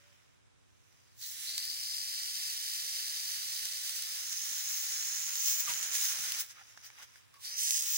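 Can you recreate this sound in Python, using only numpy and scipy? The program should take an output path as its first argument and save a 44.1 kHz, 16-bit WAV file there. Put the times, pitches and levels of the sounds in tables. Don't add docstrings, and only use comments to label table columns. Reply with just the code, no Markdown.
import sys
import numpy as np
from scipy import signal
from scipy.fft import rfft, irfft
from scipy.io import wavfile
from scipy.ndimage import uniform_filter1d

SR = 44100
rng = np.random.default_rng(int(sys.argv[2]) if len(sys.argv) > 2 else 0)


def wrap_up_sound(samples):
    columns = np.atleast_2d(samples).T
    tamed = np.clip(columns, -1, 1)
    steps = np.round(tamed * 32767).astype(np.int16)
    wavfile.write(sys.argv[1], SR, steps)


N = 351477
TIME = np.arange(N) / SR

# frequency in Hz, density in dB.
GARDEN_SPECTRUM = [(25, -18), (45, -2), (80, 6), (115, 8.5), (170, -6), (350, -11), (700, -11),
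                   (1400, -7.5), (2800, -10.5), (5600, -17), (10000, -13.5), (14000, -47)]
GARDEN_DB = -74
HUM_HZ, HUM_DB, BUZZ_HZ = 119, -87.5, 93.75
# level of each multiple of its pulse rate, in dB, ahead of the curve below.
BUZZ_HARMONICS_DB = [-84.5, -90.5, -92, -93.5, -96, -100, -104, -106]
# time in seconds, gain in dB.
BUZZ_FADE = [(1.15, -0.5), (1.4, -12)]
# start in seconds, length in seconds, pitch in Hz, level in dB.
FAR_TONES = [(-.1, 0.28, 574, -81), (3.48, 0.68, 556, -82.5)]

# centre in seconds, length in seconds, dull part in dB, bright part in dB.
RUSTLES = [(0.01, 0.56, -73, -74.5), (1.032, 0.61, -79, -75), (5.699, 0.053, -45.5, -39.5),
           (6.507, 0.037, -61.5, -53.5), (6.59, 0.062, -61, -79), (6.695, 0.055, -69, -63.5),
           (6.86, 0.046, -64, -57), (7, 0.053, -59.5, -62), (7.031, 0.031, -58, -57),
           (7.17, 0.054, -68, -65), (7.358, 0.031, -68, -67)]
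RUSTLE_FIZZ_DB = -3.5

# time in seconds, lag of the left port in ms, share landing on the aim point.
AIM = [(0, 0.5, 0.05), (.9, 0.53, 0.21), (1.22, 0.51, 0.46), (1.8, 0.45, 0.83), (2.8, 0.44, 0.78),
       (4.05, .47, 0.55), (4.35, 0.45, 0.43), (5, 0.47, 0.53), (5.5, 0.4, .35), (6.35, 0.48, 0.32),
       (7.1, 0.61, 0.14), (7.46, 0.45, 0.77), (7.62, 0.42, 0.95), (7.77, 0.38, 0.92), (7.86, .345, 0.62),
       (7.97, 0.38, 0.52)]
AIM_BLUR_MS, SCATTER_MS = 0.01, .62
# time in seconds, left over right in dB (before the ports).
BEARING = [(1.2, 0.5), (1.7, 1.5), (2.6, 1.5), (3.6, 0.4), (4.8, 2.5), (5.8, 2), (7.6, 1.5)]
# opening in seconds, shutting in seconds.
SPRAYS = [(1.226, 6.405), (7.449, 8.1)]
OPEN_DB_PER_S, SHUT_DB_PER_S = 349, 230
# time in seconds, hiss level in dB,
# patter on bare soil in dB over the hiss, fizz of froth in dB over the hiss.
FIRST_SWEEP = [(1.22, -49, -39, -1.5), (1.35, -47, -43, -21), (1.45, -41, -44, -31),
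               (1.475, -42.5, -41, -3.5), (2.1, -42, -25.5, -4), (2.65, -40, -27.5, -8.5),
               (3.1, -41, -20.5, -6.5), (3.95, -41, -22, -9.5), (4.2, -43, -16, -7), (4.35, -42.5, -17, -1),
               (4.65, -41.5, -15.5, -4), (5.15, -42.5, -12.5, 1.5), (5.27, -43, -12.5, 0),
               (5.8, -43.5, -8, 0.5), (6.35, -43.5, -8.5, -6)]
SECOND_SWEEP = [(7.45, -45, -22, -4.5), (7.555, -49, -8.5, 1), (7.595, -38, -36, -3.5),
                (7.76, -39, -25, -1.5), (7.85, -43, -12, -3), (7.97, -40, -18.5, -4.5)]
# centre in seconds, length in seconds, hiss gain in dB, mist gain in dB.
SURGES = [(5.483, 0.27, 5, 6), (5.605, 0.053, 3, 8.5), (5.843, 0.047, 4, -10), (5.952, 0.086, 6.5, 8),
          (6.044, 0.25, 6.5, 6), (6.243, 0.24, 3, 5), (6.407, 0.074, 3.5, 11)]
PATTER_FOLLOWS, FIZZ_FOLLOWS = 0.11, 0.87
FIZZ_VALVE_POWER = 2.9
DROP_SPREAD_DB, SPREAD_PER_FOCUS_DB = -0.9, 4
# frequency in Hz, density in dB.
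PATTER_SPECTRUM = [(45, -15), (150, -28), (280, -14.5), (600, -10), (1000, -3.5), (1400, 4), (2100, 5),
                   (3000, 2.5), (6000, -15)]
HISS_SPECTRUM = [(150, -60), (500, -58.5), (1000, -20), (1450, -14.5), (1900, -5.5), (2400, -10.5),
                 (3000, -4.5), (4800, -2.5), (6000, -3), (8000, -3), (11000, 4), (13000, -1.5),
                 (16000, -9.5)]
MIST_SPECTRUM = [(2000, -45.5), (6500, -8.5), (11000, -23), (13000, -6), (14500, -13), (15700, -5.5),
                 (16500, -32)]
MIST_DB, MIST_PER_FINE_DB = -11, 1.21
# centre in seconds, length in seconds, level in dB.
BRIGHT_BURSTS = [(1.285, 0.12, -46.5), (6.86, 0.037, -60), (7.45, .07, -65), (7.823, 0.002, -28.5)]
# time in seconds, coarse bubbles in Hz, fine bubbles in Hz,
# fine over coarse in dB.
FROTH = [(.2, 5370, 6860, -0.5), (.9, 5470, 6150, 4), (1.22, 4260, 6100, -7), (1.48, 4440, 6050, -13),
         (1.8, 4890, 5580, -8), (2.8, 4800, 5850, -5.5), (4.05, 4740, 6000, -3.5), (4.35, 5650, 6620, 3.5),
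         (5, 5570, 6720, 5), (5.5, 6020, 6600, 8), (6.35, 5320, 6400, 2.5), (7.1, 5300, 5970, 1),
         (7.46, 4650, 5500, -5), (7.6, 5420, 6200, 2.5), (7.97, 5200, 6750, 9.5)]
FROTH_WANDER = 0.077
# time in seconds, level in dB over the hiss.
CRACKLE = [(1.2, -11), (3.8, -15.5), (4.3, -15), (5.4, -12), (6, -7), (6.6, -9), (7.55, -14), (7.62, 0.5),
           (7.8, 2.5), (7.9, -5)]
# frequency in Hz, density in dB.
CRACK_SPECTRUM = [(1000, -34.5), (3800, -22), (5500, -5), (8000, 6), (11500, 6), (13500, -11), (16000, -21)]
CRACKLE_PER_S, CRACKLE_SPREAD_DB = 650, 3.5
# time in seconds, strength in dB (all slaps are later turned down together).
SLAPS = [(1.2145, -29), (1.3215, -26), (1.503, -28), (1.652, -19), (1.7582, -23), (2.093, -21),
         (2.7045, -22), (3.0817, -20), (3.847, -23), (4.3278, -17), (4.7735, -24), (4.9364, -21),
         (5.483, -14), (5.737, -13.5), (5.8289, -14), (5.9521, -13), (5.9567, -23), (5.967, -17),
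         (5.9826, -17), (6.0235, -23), (6.053, -16), (6.127, -25), (7.025, -44), (7.041, -41),
         (7.3415, -38), (7.4562, -28), (7.5879, -20), (7.6353, -24), (7.68, -17), (7.693, -17),
         (7.7445, -21), (7.751, -17), (7.7685, -17), (7.779, -14), (7.9615, -16)]
SMALL_SLAPS_PER_S, SMALL_SLAP_DB, SMALL_SLAP_SPREAD_DB = 3.9, 16, 8

# start in seconds, length in seconds, first pitch in Hz,
# last pitch in Hz, level in dB before the churning.
GURGLES = [(5.671, 0.026, 1284, 1050, -54), (5.691, 0.044, 975, 940, -59.5),
           (5.706, 0.0082, 1250, 1254, -54), (6.502, 0.02, 1620, 1680, -71), (6.565, 0.06, 1185, 1413, -67),
           (6.58, 0.05, 1557, 1900, -69), (6.586, 0.049, 780, 790, -74), (6.981, 0.066, 830, 860, -78),
           (6.995, 0.028, 1100, 1160, -73), (7.019, 0.016, 1520, 1620, -68), (7.335, 0.08, 1152, 1096, -73)]
PUDDLE_LAG_MS = 0.14
# time in seconds, strength in dB (later turned down together).
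PAWS = [(5.685, -50), (5.715, -59), (6.19, -49.5), (6.26, -60), (6.32, -59)]
# frequency in Hz, density in dB.
THUD_SPECTRUM = [(25, -18), (80, 3), (160, -1), (300, -15), (600, -20), (2000, -40)]
SOAK_PATTER_DB, SOAK_HISS_DB, SOAK_FIZZ_DB = -68.5, -66.5, -68
SOAK_HOLD_S, SOAK_DB_PER_S, FIZZ_DRAIN_DB_PER_S = 0.63, 22, 66
# time in seconds, strength in dB, ring in Hz.
TAPS = [(6.775, -39.5, 1760), (6.902, -43, 2260), (7.158, -46, 2020)]
# frequency in Hz, density in dB.
TAP_SPECTRUM = [(200, -18), (550, -11), (800, -8), (1350, 1), (1700, 4), (2050, 1), (2500, -12),
                (6000, -8.5), (14000, -26)]
TAP_RING_DB, TAP_RING_S = -12, .003

# frequency in Hz, gain in dB.
LEFT_PORT = [(100, -2), (1000, 5.5), (1400, 4.5), (1900, 3), (2450, 4.5), (2900, 0), (3600, 5.5), (4400, 4),
             (4950, 8.5), (5600, 3.5), (6150, -1), (7000, -0.5), (8200, -1.5), (9500, 1), (11000, -11),
             (12200, -5.5), (14000, -3.5), (15400, 10.5)]
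RIGHT_PORT = [(100, 0.5), (1000, 5.5), (1500, 4.5), (2000, 4), (2400, 4.5), (2950, 7), (3400, 6.5),
              (3950, 7.5), (4450, 2.5), (4850, -1), (5400, 7.5), (6100, 10.5), (6800, 4), (7400, 8.5),
              (9000, -0.5), (10700, -0.5), (12700, -5), (14000, 5.5), (15400, 3)]
# frequency in Hz, gain in dB.
WIDENING = [(100, 13.6), (500, 11.5), (750, 7.9), (1100, 0.5), (2000, 1.2), (4000, 0.24), (16000, 1.1)]
CUTOFF_HZ = 15800


def from_db(db):
    return np.exp(np.asarray(db) * (np.log(10) / 20))


def together_db(*levels_db):
    return 10 * np.log10(sum(from_db(db) ** 2 for db in levels_db) + 1e-20)


def rms_one(x):
    return x / np.sqrt(np.mean(x ** 2) + 1e-20)


def in_time(rows):
    s, *columns = np.transpose(rows)
    return [np.interp(TIME, s, column) for column in columns]


def drift(rate_hz):
    pole = np.exp(-2 * np.pi * rate_hz / SR)
    noise = rng.standard_normal(N + SR)
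    return rms_one(signal.lfilter([1], [1, -2 * pole, pole * pole], noise)[-N:])


def swell(s, length):
    return np.cos(np.pi * np.clip((TIME - s) / length, -.5, .5)) ** 2


def bell_db(s, length):
    return 20 * np.log10(.5) * np.minimum((2 * (TIME - s) / length) ** 2, 20)


def response(spectrum, size=4096):
    hz, db = np.transpose(spectrum)
    grid_hz = np.maximum(np.fft.rfftfreq(size, 1 / SR), 1)
    grid_db = np.interp(np.log(grid_hz), np.log(hz), db)
    cepstrum = irfft(np.log(from_db(grid_db)))
    cepstrum[1:size // 2] *= 2
    cepstrum[size // 2 + 1:] = 0
    return irfft(np.exp(rfft(cepstrum)))


def through(x, impulse):
    return signal.oaconvolve(np.atleast_2d(x), impulse[None], axes=1)[:, :N]


def coloured(white, spectrum):
    return rms_one(through(white, response(spectrum)))


def at_ports(at, sizes, lag_ms):
    left_at = at + np.round(lag_ms * SR / 1000).astype(int)
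    return np.array([np.bincount(np.clip(i, 0, N - 1), sizes, N) for i in (left_at, at)])


def garden():
    air = from_db(GARDEN_DB) * coloured(rng.standard_normal((2, N)), GARDEN_SPECTRUM)
    hum = from_db(HUM_DB) * np.sin(2 * np.pi * HUM_HZ * TIME)
    buzz = sum(from_db(db) * np.cos(2 * np.pi * multiple * BUZZ_HZ * TIME)
               for multiple, db in enumerate(BUZZ_HARMONICS_DB, start=1))
    tones = hum + from_db(in_time(BUZZ_FADE)[0]) * buzz
    waver_rad, fading_db = 1.3 * drift(rate_hz=9), 1.7 * drift(rate_hz=10)
    for s, length, hz, db in FAR_TONES:
        envelope = np.sin(np.pi * np.clip((TIME - s) / length, 0, 1))
        tones = tones + from_db(db + fading_db) * envelope * np.sin(2 * np.pi * hz * TIME + waver_rad)
    return air + np.sqrt(2) * tones


def rustle_levels():
    dull_db = together_db(*(db + bell_db(s, length) for s, length, db, _ in RUSTLES))
    bright_db = together_db(*(db + bell_db(s, length) for s, length, _, db in RUSTLES))
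    return dull_db, bright_db


def jet_levels():
    level_db, soil_db, foam_db = in_time(FIRST_SWEEP + SECOND_SWEEP)
    ramps_db = [np.minimum(OPEN_DB_PER_S * (TIME - opens), SHUT_DB_PER_S * (shuts - TIME))
                for opens, shuts in SPRAYS]
    valve_db = np.minimum(np.max(ramps_db, axis=0), 0)
    surge_db = sum(db * swell(s, length) for s, length, db, _ in SURGES)
    gust_db = sum(db * swell(s, length) for s, length, _, db in SURGES)
    fine_db = MIST_DB + MIST_PER_FINE_DB * in_time(FROTH)[-1]
    bursts_db = [db + bell_db(s, length) for s, length, db in BRIGHT_BURSTS]
    return (level_db + valve_db + soil_db + PATTER_FOLLOWS * surge_db,
            level_db + valve_db + surge_db,
            level_db + FIZZ_VALVE_POWER * valve_db + foam_db + FIZZ_FOLLOWS * surge_db,
            together_db(level_db + valve_db + fine_db + gust_db, *bursts_db))


def soaked_levels():
    shut_s = SPRAYS[0][1]
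    after_db = np.where(TIME > shut_s, 0, -np.inf)
    draining_s = np.maximum(TIME - shut_s - SOAK_HOLD_S, 0)
    trickle_db = after_db - SOAK_DB_PER_S * draining_s
    foam_db = after_db - FIZZ_DRAIN_DB_PER_S * draining_s
    return SOAK_PATTER_DB + trickle_db, SOAK_HISS_DB + trickle_db, SOAK_FIZZ_DB + foam_db


def water_levels():
    dull_db, bright_db = rustle_levels()
    patter_db, hiss_db, fizz_db, mist_db = jet_levels()
    soak_patter_db, soak_hiss_db, soak_fizz_db = soaked_levels()
    return (together_db(patter_db, soak_patter_db, dull_db),
            together_db(hiss_db, soak_hiss_db, bright_db),
            together_db(fizz_db, soak_fizz_db, bright_db + RUSTLE_FIZZ_DB),
            mist_db)


def droplets(per_s, spread_db, lag_ms, direct):
    at = np.flatnonzero(rng.random(N) < per_s / SR)
    size, sign, place, scatter = rng.random((N, 4))[at].T
    sizes = from_db(spread_db[at] * np.minimum(-np.log(1 - size), 5)) * np.sign(sign - .5)
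    sizes /= np.sqrt(uniform_filter1d(sizes ** 2, size=601))
    aimed_ms = lag_ms[at] + AIM_BLUR_MS * rng.standard_normal(N)[at]
    stray_ms = SCATTER_MS * (2 * scatter - 1)
    return at_ports(at, sizes, np.where(place < direct[at], aimed_ms, stray_ms))


def bubbles(clicks, centre_hz, width_hz):
    carrier = np.exp(2j * np.pi * np.cumsum(centre_hz) / SR)
    lowpass = signal.butter(2, width_hz / 2, fs=SR, output="sos")
    ringing = signal.sosfilt(lowpass, clicks * carrier.conj() + 1e-18)
    return rms_one(np.real(ringing * carrier))


def froth(clicks, direct):
    coarse_hz, fine_hz, fine_db = in_time(FROTH)
    wander = 2 ** (FROTH_WANDER * (1 - direct) * drift(rate_hz=37))
    coarse = bubbles(clicks, coarse_hz * wander, width_hz=650)
    fine = bubbles(clicks, fine_hz * wander, width_hz=560)
    return (coarse + from_db(fine_db) * fine) / np.sqrt(1 + from_db(fine_db) ** 2)


def jet(levels_db, lag_ms, direct):
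    patter_db, hiss_db, fizz_db, mist_db = levels_db
    spread_db = DROP_SPREAD_DB + SPREAD_PER_FOCUS_DB * direct

    def drops(per_s):
        return droplets(per_s, spread_db, lag_ms, direct)

    flutter_db = 0.45 * drift(rate_hz=230) + 0.57 * drift(rate_hz=18.0)
    fizz_flutter_db = flutter_db + 1.6 * drift(rate_hz=200)
    mist_flutter_db = flutter_db + 2.4 * drift(rate_hz=3.2)
    patter = coloured(drops(3500), PATTER_SPECTRUM) * from_db(patter_db + 0.84 * flutter_db)
    hiss = coloured(drops(15000), HISS_SPECTRUM) * from_db(hiss_db + flutter_db)
    fizz = froth(drops(5000), direct) * from_db(fizz_db + fizz_flutter_db)
    mist = coloured(drops(12000), MIST_SPECTRUM) * from_db(mist_db + mist_flutter_db)
    return patter + hiss + fizz + mist


def crackle(hiss_db, lag_ms):
    at = np.flatnonzero(rng.random(N) < CRACKLE_PER_S / SR)
    size, sign, scatter = rng.random((N, 3))[at].T
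    sizes = from_db(CRACKLE_SPREAD_DB * np.minimum(-np.log(1 - size), 3)) * np.sign(sign - .5)
    clicks = at_ports(at, sizes, lag_ms[at] + SCATTER_MS * (scatter - .5))
    return coloured(clicks, CRACK_SPECTRUM) * from_db(hiss_db + in_time(CRACKLE)[0])


def hits(rows, spectrum, lag_ms, decay_s, spatter):
    s, db = np.transpose(rows)
    at = np.round(s * SR).astype(int)
    clicks = at_ports(at, from_db(db), lag_ms[at])
    decay = signal.lfilter([1], [1, -np.exp(-1 / (decay_s * SR))], clicks + 1e-18)
    burst = decay * rng.standard_normal((2, N))
    impulse = response(spectrum)
    return through(clicks + spatter * burst, impulse / np.abs(impulse).max())


def small_slaps(hiss_db):
    at = np.flatnonzero(rng.random(N) < SMALL_SLAPS_PER_S / SR)
    uneven_db = SMALL_SLAP_SPREAD_DB * np.minimum(rng.standard_normal(N)[at], 2)
    return np.transpose([TIME[at], hiss_db[at] + SMALL_SLAP_DB + uneven_db])


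def slaps(hiss_db, lag_ms):
    lumps = np.vstack([SLAPS, small_slaps(hiss_db)])
    return from_db(-6.0) * hits(lumps, HISS_SPECTRUM, lag_ms, decay_s=0.0023, spatter=0.17)


def gurgles(width_hz, lag_ms):
    out = np.zeros(N)
    churn = 1.6 + 0.97 * (drift(width_hz) + 1j * drift(width_hz))
    for s, length, first_hz, last_hz, db in GURGLES:
        age = np.clip((TIME - s) / length, 0, 1)
        phase = 2 * np.pi * np.cumsum(first_hz + (last_hz - first_hz) * age) / SR
        envelope = np.interp(age, [0, .08, .7, 1], [0.0036, 1, 1.0, 0.011])
        out += from_db(db) * envelope * np.real(churn * np.exp(1j * phase))
    left = np.interp(TIME - lag_ms / 1000, TIME, out)
    return np.array([left, out])


def paws(lag_ms):
    return from_db(-17.0) * hits(PAWS, THUD_SPECTRUM, lag_ms, decay_s=0.042, spatter=0.18)


def taps(lag_ms):
    rows = [(s, db) for s, db, _ in TAPS]
    out = from_db(-3.5) * hits(rows, TAP_SPECTRUM, lag_ms, decay_s=0.0026, spatter=0.21)
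    port_lags_s = np.array([lag_ms, 0 * lag_ms]) / 1000
    for s, db, hz in TAPS:
        age = np.maximum(TIME - s - port_lags_s, 0)
        ring = np.exp(-age / TAP_RING_S) * np.sin(2 * np.pi * hz * age)
        out = out + from_db(db + TAP_RING_DB) * ring
    return out


def scene():
    lag_ms, direct = in_time(AIM)
    puddle_lag_ms = np.full(N, PUDDLE_LAG_MS)
    bearing_db, = in_time(BEARING)
    levels_db = water_levels()
    hiss_db = levels_db[1]
    water = jet(levels_db, lag_ms, direct) + crackle(hiss_db, lag_ms) + slaps(hiss_db, lag_ms)
    water = water + gurgles(width_hz=110, lag_ms=puddle_lag_ms)
    placed = water * from_db([bearing_db / 2, -bearing_db / 2])
    return garden() + placed + paws(lag_ms) + taps(puddle_lag_ms)


def port(x, colour, size=512):
    zero_phase = irfft(np.abs(rfft(response(colour, size=size))))
    impulse = np.roll(zero_phase, size // 2)
    return signal.oaconvolve(x, impulse)[size // 2:size // 2 + N]


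def record(dry):
    mid = (dry[0] + dry[1]) / 2
    side = through((dry[0] - dry[1]) / 2, response(WIDENING))[0]
    ports = np.array([port(mid + side, LEFT_PORT), port(mid - side, RIGHT_PORT)])
    top_cut = signal.ellip(12, .1, 80, CUTOFF_HZ, fs=SR, output="sos")
    return signal.sosfilt(top_cut, ports)


dry = scene()
out = record(dry)
wrap_up_sound(out)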